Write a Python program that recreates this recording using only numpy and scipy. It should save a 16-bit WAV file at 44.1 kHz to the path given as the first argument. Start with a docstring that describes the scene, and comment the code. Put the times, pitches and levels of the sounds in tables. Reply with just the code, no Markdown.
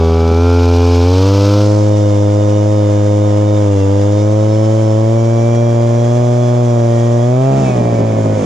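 """A two-stroke ice auger bores through lake ice, heard close up by a body-worn camera's microphones.
At first the engine labours, a deep exhaust thud under overtones, while the blades scrape the surface.
As they sink the scrape fades, the engine speeds up and its loaded gearbox sings; one microphone gives way to two.
Near the end the auger is lifted and the engine races, its flywheel vanes whistling. Then the throttle
closes: it slows and sputters, strong and weak firings mostly alternating, and its exhaust note dies away."""
import sys
import numpy as np
from scipy import signal
from scipy.fft import rfft, irfft, next_fast_len
from scipy.io import wavfile

SR = 44100
rng = np.random.default_rng(int(sys.argv[2]) if len(sys.argv) > 2 else 0)


def inscribe(sig):
    """Save sig as 16-bit PCM at rate SR to the path in sys.argv[1].

    A 1-D sig is mono; a 2-D sig holds one channel per row.
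    Samples are clipped to [-1, 1] before scaling.
    """
    pcm = np.round(np.clip(np.atleast_2d(sig).T, -1, 1) * 32767)
    wavfile.write(sys.argv[1], SR, pcm.astype(np.int16))


N = 372644
TIME = np.arange(N) / SR

# the steps of the job: (start [s], length [s])
CATCH = (0.33, 0.12)  # the engine clears and fires more evenly
SINK = (1.57, 0.38)  # the blades sink below the surface
LIFT = (7.25, 0.025)  # the blades leave the ice
RELEASE = (7.48, 0.21)  # the throttle closes
COAST = (8.35, 0.09)  # the thud dies away


def amp(db):
    """Decibels to gain."""
    return 10 ** (np.asarray(db) / 20)


def unit(x):
    """Scales to rms 1."""
    return x / np.sqrt(np.mean(x ** 2) + 1e-20)


def blend(a, b, share):
    """From a at share 0 to b at share 1."""
    return a + (b - a) * share


def done(step):
    """How far a step of the job has gone: 0 before it, 1 after it."""
    start, length = step
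    return np.clip((TIME - start) / length, 0, 1)


def curve(rows, column=1):
    """One column of a time table at every sample."""
    table = np.array(rows, float)
    return np.interp(TIME, table[:, 0], table[:, column])


def colour(rows, hz, column=1):
    """One column of a frequency (or engine order) table, read on a log axis."""
    table = np.array(rows, float)
    return np.interp(np.log(hz + 1), np.log(table[:, 0] + 1), table[:, column])


def drift(hz):
    """Random wander of rms 1 that takes hz new values a second."""
    knots = rng.standard_normal(4096)
    return unit(np.interp(TIME * hz, np.arange(len(knots)), knots))


def hiss(spectrum):
    """Coloured noise at two microphones, partly alike by frequency; their mean has rms 1."""
    # how alike the two microphones hear hiss: (frequency [Hz], coherence [0 to 1])
    likeness = [(100, 1), (600, 0.9), (1100, 1), (2500, 0.25), (4400, 0.99), (5500, 0.53), (7000, 0.64),
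                (9000, 0.38), (14000, 0.38)]
    size = next_fast_len(N)
    hz = np.fft.rfftfreq(size, 1 / SR)
    shared, apart = rfft(rng.standard_normal((2, size))) * amp(colour(spectrum, hz))
    alike = np.clip(colour(likeness, hz), 0, 1)
    side = apart * np.sqrt((1 - alike) / (1 + alike))
    pair = irfft([shared + side, shared - side], size)[:, :N]
    return pair / pair.mean(0).std()


def ring(spectrum, size=4096):
    """Minimum-phase impulse response of energy 1, shaped by the given spectrum."""
    hz = abs(np.fft.fftfreq(size, 1 / SR))
    log_gain = np.log(amp(colour(spectrum, hz)))
    response = np.fft.ifft(np.exp(np.conj(signal.hilbert(log_gain)))).real
    return response / np.linalg.norm(response)


def load_stage(speed):
    """0 bogged, 1 lugging, 2 cutting, 3 easing: set by speed under throttle; 4 once the engine runs free."""
    # speed at which each timbre holds: bogged, lugging, cutting, easing [turns per second]
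    stage_speeds = [79.8, 85.5, 100.2, 118.3]
    loaded = np.interp(speed, np.sort(stage_speeds), np.arange(len(stage_speeds)))
    return blend(loaded, len(stage_speeds), done(RELEASE))


def thud_level(boring_db=-12.0, lugging_db=2.0, settle_s=1.1, settle_length_s=1.4,
               bogged_db=-1.5, free_db=-3, coast_db=-12):
    """The fundamental (dB): strongest while the engine lugs, weaker with the throttle closed."""
    level = boring_db + lugging_db * (1 - done((settle_s, settle_length_s)))
    level = level + bogged_db * (1 - done(CATCH))
    return level + free_db * done(RELEASE) + coast_db * done(COAST)


def bark_level(surface_db=-13.5, boring_db=-15.5, bogged_db=-0.75, free_db=-3.5):
    """The overtones together (dB), lower as the blades sink and again as the throttle closes."""
    level = blend(surface_db, boring_db, done(SINK))
    return level + bogged_db * (1 - done(CATCH)) + free_db * done(RELEASE)


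def exhaust(turns, speed, lead=5.66, lead_per_stage=0.68, knee_hz=125, flutter=0.0089):
    """One firing a turn gives a deep thud and overtones whose balance and phase (radians) follow the load."""
    # exhaust timbre from heaviest load to none: (engine order, relative level [dB])
    bogged = [(1, 0), (2, -3), (3, -11), (4, -18), (5, -4.5), (6, -10.5), (7, -12.5), (8, -28), (9, -19),
              (10, -18.5), (11, -30.5), (12, -26)]
    lugging = [(1, 0), (2, -18), (3, -2), (4, -9), (5, -2), (6, -11.5), (7, -16.5), (8, -18.5), (9, -16),
               (10, -17.5), (11, -26.5), (12, -23)]
    cutting = [(1, 0), (2, -9.5), (3, -3.5), (4, -11.5), (5, -5), (6, -14), (7, -22.5), (8, -26),
               (9, -23.5), (10, -25), (11, -39), (12, -30.5)]
    easing = [(1, 0), (2, -3.5), (3, -5), (4, -11), (5, -5), (6, -15.5), (7, -21.5), (8, -24), (9, -25),
              (10, -27), (11, -41.5), (12, -35)]
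    free = [(1, 0), (2, -3), (3, -8), (4, -13.5), (5, -4), (6, -9), (7, -17), (8, -23.5), (9, -21),
            (10, -25), (11, -37), (12, -34)]
    stage = load_stage(speed)
    orders = np.arange(1, 13)
    timbres = np.array([colour(rows, orders) for rows in (bogged, lugging, cutting, easing, free)])
    gains = [amp(np.interp(stage, np.arange(len(timbres)), levels)) for levels in timbres.T]
    # order 2 counts towards the bark only from cutting to easing and beyond
    power = sum(g ** 2 for g in gains[2:]) + gains[1] ** 2 * np.clip(stage - 2, 0, 1)
    bark = amp(bark_level()) / np.sqrt(power)
    out = np.zeros(N)
    for k, gain in enumerate(gains, 1):
        if k == 1:
            level = amp(thud_level())
        else:
            level = bark * gain * (1 + flutter * k * drift(14))
        # the muffler turns overtones against the thud
        shift = (lead - lead_per_stage * stage) / (1 + (knee_hz / (k * speed)) ** 2)
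        out += np.sqrt(2) * level * np.cos(2 * np.pi * k * turns + shift)
    return out


def combustion(bogged_db=-32, clean_db=-46, free_db=-17.5, onset_s=0.03, loaded_chance=0.52, free_chance=0.92):
    """Swing between strong and weak firings (dB) and chance of alternating; both jump as the throttle closes."""
    free = done((RELEASE[0], onset_s))
    swing_db = blend(blend(bogged_db, clean_db, done(CATCH)), free_db, free)
    return swing_db, blend(loaded_chance, free_chance, free)


def sputter(turns, speed, scatter=0.8, bounce=0.44, bounce_s=0.00199):
    """Firings stronger or weaker than the mean ring the muffler; with the throttle closed most alternate."""
    # single uneven firings, each thumping in the muffler:
    # (time [s], size of the departure from the mean firing [dB])
    uneven_firings = [(.312, -16), (7.777, -12.5), (8.297, -14.5)]
    # the ring of one firing in the muffler: (frequency [Hz], relative level [dB])
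    muffler_ring = [(30, -43.5), (65, -12.5), (120, -6.5), (170, -2.5), (225, 3), (280, -2.5), (340, -8),
                    (390, -3), (470, -9), (610, -8.5), (750, -20), (1100, -28), (2000, -55.5), (5000, -82)]
    at = np.flatnonzero(np.diff(np.floor(turns)) > 0)  # the sample of each firing
    flips, sizes = rng.random(len(at)), rng.uniform(-1, 1, len(at))
    swing_db, alternate = combustion()
    swing = np.cumprod(np.where(flips < alternate[at], -1, 1)) + scatter * sizes
    kicks = np.zeros(N)
    kicks[at] = unit(swing) * amp(swing_db[at])
    for s, db in uneven_firings:
        nearest = at[np.argmin(abs(TIME[at] - s))]
        kicks[nearest] = amp(db)
    # an all-pass: round trips in the chamber spread each pop
    trip = np.r_[1, np.zeros(round(bounce_s * SR)), bounce]
    muffler = signal.lfilter(trip[::-1], trip, ring(muffler_ring))
    return signal.oaconvolve(kicks * np.sqrt(SR / speed), muffler)[:N]


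def gas(turns, speed, lugging_db=-35, running_db=-30, free_db=-29, pulsing=0.052):
    """Turbulent gas rushes from the exhaust, pulsing with each firing, louder as the load eases."""
    # the gas rush: (frequency [Hz], relative level per Hz [dB])
    gas_spectrum = [(20, -4.5), (60, -7), (110, -5.5), (280, 0.5), (380, -0.5), (520, 4.5), (620, 6),
                    (720, -2), (850, -10), (1300, -12.5), (2000, -33.5), (5000, -62.5)]
    by_stage = [lugging_db, lugging_db, running_db, running_db, free_db]
    level = np.interp(load_stage(speed), np.arange(5), by_stage)
    return hiss(gas_spectrum) * amp(level) * (1 + pulsing * np.cos(2 * np.pi * turns))


def casing(turns, speed, uneven_db=6.0, even_db=2, slack=0.0021, surface_db=-48, boring_db=-57.0,
           db_per_turn_rate=0.2, cruise_hz=102.8, free_db=4):
    """High engine orders buzz in piston and casing, swelling as they cross its resonances."""
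    # the buzz: (frequency [Hz], relative level of an order there [dB])
    resonances = [(1000, 0), (1200, 3.5), (1450, -2), (1900, -1), (2120, -7), (2330, -2), (2600, -12.5),
                  (3100, -13), (4200, -14.5), (5200, -10), (7000, -32.5), (9000, -23)]
    angle = 2 * np.pi * (turns + slack * drift(60))
    coarse, out = slice(None, None, 256), np.zeros(N)
    for k in range(13, 64):
        wander = np.interp(TIME[coarse] * 2, np.arange(32), rng.standard_normal(32))
        db = colour(resonances, k * speed[coarse]) + uneven_db * wander
        db = db + even_db * (-1) ** k  # even orders stronger, odd ones weaker
        gain = np.interp(TIME, TIME[coarse], amp(db))
        out += gain * np.cos(k * angle + 2 * np.pi * rng.random())
    running_db = boring_db + db_per_turn_rate * (speed - cruise_hz) + free_db * done(RELEASE)
    return out * amp(blend(surface_db, running_db, done(SINK)))


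def surge(centre_s=7.66, width_s=0.09):
    """One smooth swell of height 1 as the engine overruns."""
    return np.exp(-((TIME - centre_s) / width_s) ** 2)


def flywheel(turns, speed, shroud_hz=2340, width_hz=330, turbulence=0.0025, free_turbulence=0.006,
             flutter=0.35, surface_db=-45, boring_db=-53, free_db=-42, rise_s=0.2, surge_db=7):
    """Vane tones swell as the speed carries them through the shroud's resonance; jitter is in turns."""
    # vanes whistling in their shroud: (engine order, relative level [dB])
    vanes = [(16, -4), (17, -14.5), (18, -1), (20, 1), (21, -8.5), (26, -8), (27, -1.5)]
    out, jitter = np.zeros(N), blend(turbulence, free_turbulence, done(RELEASE))
    for k, db in vanes:
        k = round(k)
        resonance = 1 / np.hypot(1, 2 * (k * speed - shroud_hz) / width_hz)
        gain = amp(db) * resonance * (1 + flutter * drift(90))
        out += gain * np.cos(2 * np.pi * (k * (turns + jitter * drift(90)) + rng.random()))
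    level = blend(surface_db, boring_db, done(SINK))
    level = blend(level, free_db, done((LIFT[0], rise_s)))
    return out * amp(level + surge_db * surge())


def fan(turns, surface_db=-41, boring_db=-37.5, lifted_db=-1.0, surge_db=4, coast_db=4, pulsing=0.088,
        flicker_db=1.0):
    """Cooling air and machinery hiss, throbbing lightly each turn; it dips at the lift and swells at the overrun."""
    # the hiss: (frequency [Hz], relative level per Hz [dB])
    air = [(400, -3.5), (1000, 5.5), (1600, 3.5), (2300, 1.5), (2600, -4), (3300, 2), (4200, -6),
           (5300, -1.5), (6100, -0.5), (7000, 1), (7900, -10.5), (10000, -17), (11200, -32.5),
           (15000, -41.5)]
    level = blend(surface_db, boring_db, done(SINK)) + lifted_db * done(LIFT)
    level = level + surge_db * surge() + coast_db * done(COAST)
    return hiss(air) * amp(level + flicker_db * drift(40)) * (1 + pulsing * np.cos(2 * np.pi * turns))


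def blades(touch_db=-39.5, pressed_db=-30, press_s=1.35, sunk_db=-9, fade_db_per_s=16, grain_db=2.0):
    """The blades shave the surface ever harder, a grainy hiss, then fade as they sink into the hole."""
    # the scrape: (frequency [Hz], relative level per Hz [dB])
    shaving = [(700, -9), (1150, 4.5), (1400, 0.5), (1800, -1), (2300, -1), (3300, 0.5), (4000, 3),
               (5300, 7.5), (6200, 5.5), (7300, -0.5), (10000, -13.5), (11200, -31.5), (12400, -21.5),
               (14000, -30.5)]
    level = blend(touch_db, pressed_db, done((0, press_s))) + sunk_db * done(SINK)
    level = level - fade_db_per_s * np.maximum(TIME - SINK[0], 0)
    return hiss(shaving) * amp(level + grain_db * drift(300))


def gearbox(turns, speed, teeth=7, backlash=0.0024, chatter=0.36, throb=0.27, bite_db=1.5,
            surface_db=-58, loaded_db=-47):
    """The pinion's teeth sing under load, swelling as the blades bite; backlash (turns) roughens the lines."""
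    # tooth tones: (multiple of the tooth rate, relative level [dB])
    mesh = [(2, -6), (3, -7), (4, -1.5), (5, -6.5), (6, -6), (7, -2), (8, -4), (9, -10), (10, -8.5)]
    # resonances of the gear housing: (frequency [Hz], relative level [dB])
    housing = [(1400, -8), (1640, 2.5), (2000, -0.5), (2300, -2.5), (2550, -10), (2750, -1), (2950, -5.5),
               (3300, -1), (3650, 3), (4100, -13.5), (5000, -3), (5350, 0), (5850, -2), (8000, -10.5)]
    angle = 2 * np.pi * teeth * (turns + backlash * drift(90))
    bite, out = drift(9), np.zeros(N)
    for k, db in mesh:
        k = round(k)
        swell = bite_db * (bite + drift(7)) / np.sqrt(2)  # partly common to all tones
        gain = amp(db + swell + colour(housing, k * teeth * speed)) * (1 + chatter * drift(35))
        out += gain * np.cos(k * angle + 2 * np.pi * rng.random())
    torque = amp(blend(surface_db, loaded_db, done(SINK))) * (1 - done(LIFT))
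    return np.sqrt(2) * out * torque * (1 + throb * np.cos(2 * np.pi * turns))


def scene(wobble_hz=0.2):
    """One crankshaft drives the engine and gearbox, close by in the open; no echo is added."""
    # crankshaft speed, one firing a turn: (time [s], speed [turns per second])
    crankshaft = [(0.0, 81.7), (0.34, 83), (0.44, 85.5), (1.03, 86.6), (1.28, 97.8), (1.63, 103.4),
                  (1.86, 104.6), (2.16, 102.4), (2.72, 104.7), (2.88, 103), (3.59, 103.8), (3.82, 97),
                  (4.29, 105.7), (4.8, 110.2), (4.93, 108.6), (5.14, 113.5), (5.62, 117), (5.94, 116.8),
                  (6.22, 121), (6.62, 120.6), (6.84, 116.6), (7.22, 118.5), (7.49, 135), (7.61, 134),
                  (7.79, 119), (8.0, 112), (8.36, 106), (8.45, 95)]
    speed = curve(crankshaft) + wobble_hz * drift(12)
    turns = np.cumsum(speed) / SR
    engine = exhaust(turns, speed) + sputter(turns, speed) + casing(turns, speed) + flywheel(turns, speed)
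    return engine + gas(turns, speed) + fan(turns) + blades() + gearbox(turns, speed)


def record(dry, pair_s=1.593, fade_s=0.081, edge_hz=15250):
    """One bright microphone fades to two ports that differ in level and phase; then a low-pass."""
    # the single microphone against the pair: (frequency [Hz], level [dB])
    single_tone = [(700, 0), (1000, 4.5), (1210, 5.5), (1480, 6.5), (1850, -7), (2300, 4.5), (3300, 4.5),
                   (4600, 1.5), (6200, -2.5), (7400, -5.5), (11000, -2.5), (12400, 8), (15000, 11)]
    # the two ports: (frequency [Hz], left minus right [dB], phase by which left leads [radians])
    port_contrast = [(60, 1.8, -.04), (200, 2, -.2), (320, .8, -.42), (430, -1.3, -.7), (540, -4.8, -1.03),
                     (670, -9, -1.45), (820, -15, -2.8), (1020, -14, -3.95), (1300, -6, -5.05),
                     (1700, 4, -6), (2300, 0, -7.2), (3300, -3, -6.95), (4400, 0, -6.3), (5200, 4, -6.7),
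                     (6900, 6.5, -6.65), (13000, 5, -6.7)]
    size = next_fast_len(N + 4096)
    hz, spectra = np.fft.rfftfreq(size, 1 / SR), rfft(dry, size)
    single = irfft(spectra.mean(0) * amp(colour(single_tone, hz)), size)[:N]
    ratio = amp(colour(port_contrast, hz)) * np.exp(1j * colour(port_contrast, hz, column=2))
    ports = 2 * np.array([ratio, np.ones_like(ratio)]) / (1 + ratio)  # the mean of the two stays 1
    pair = irfft(spectra * ports, size)[:, :N]
    single_share = np.exp(-np.maximum(TIME - pair_s, 0) / fade_s)
    heard = blend(pair, single, single_share)
    low_pass = signal.firwin(511, edge_hz, window=("kaiser", 9), fs=SR)
    return signal.oaconvolve(heard, low_pass[None], "same")


dry = scene()
out = record(dry)
inscribe(out)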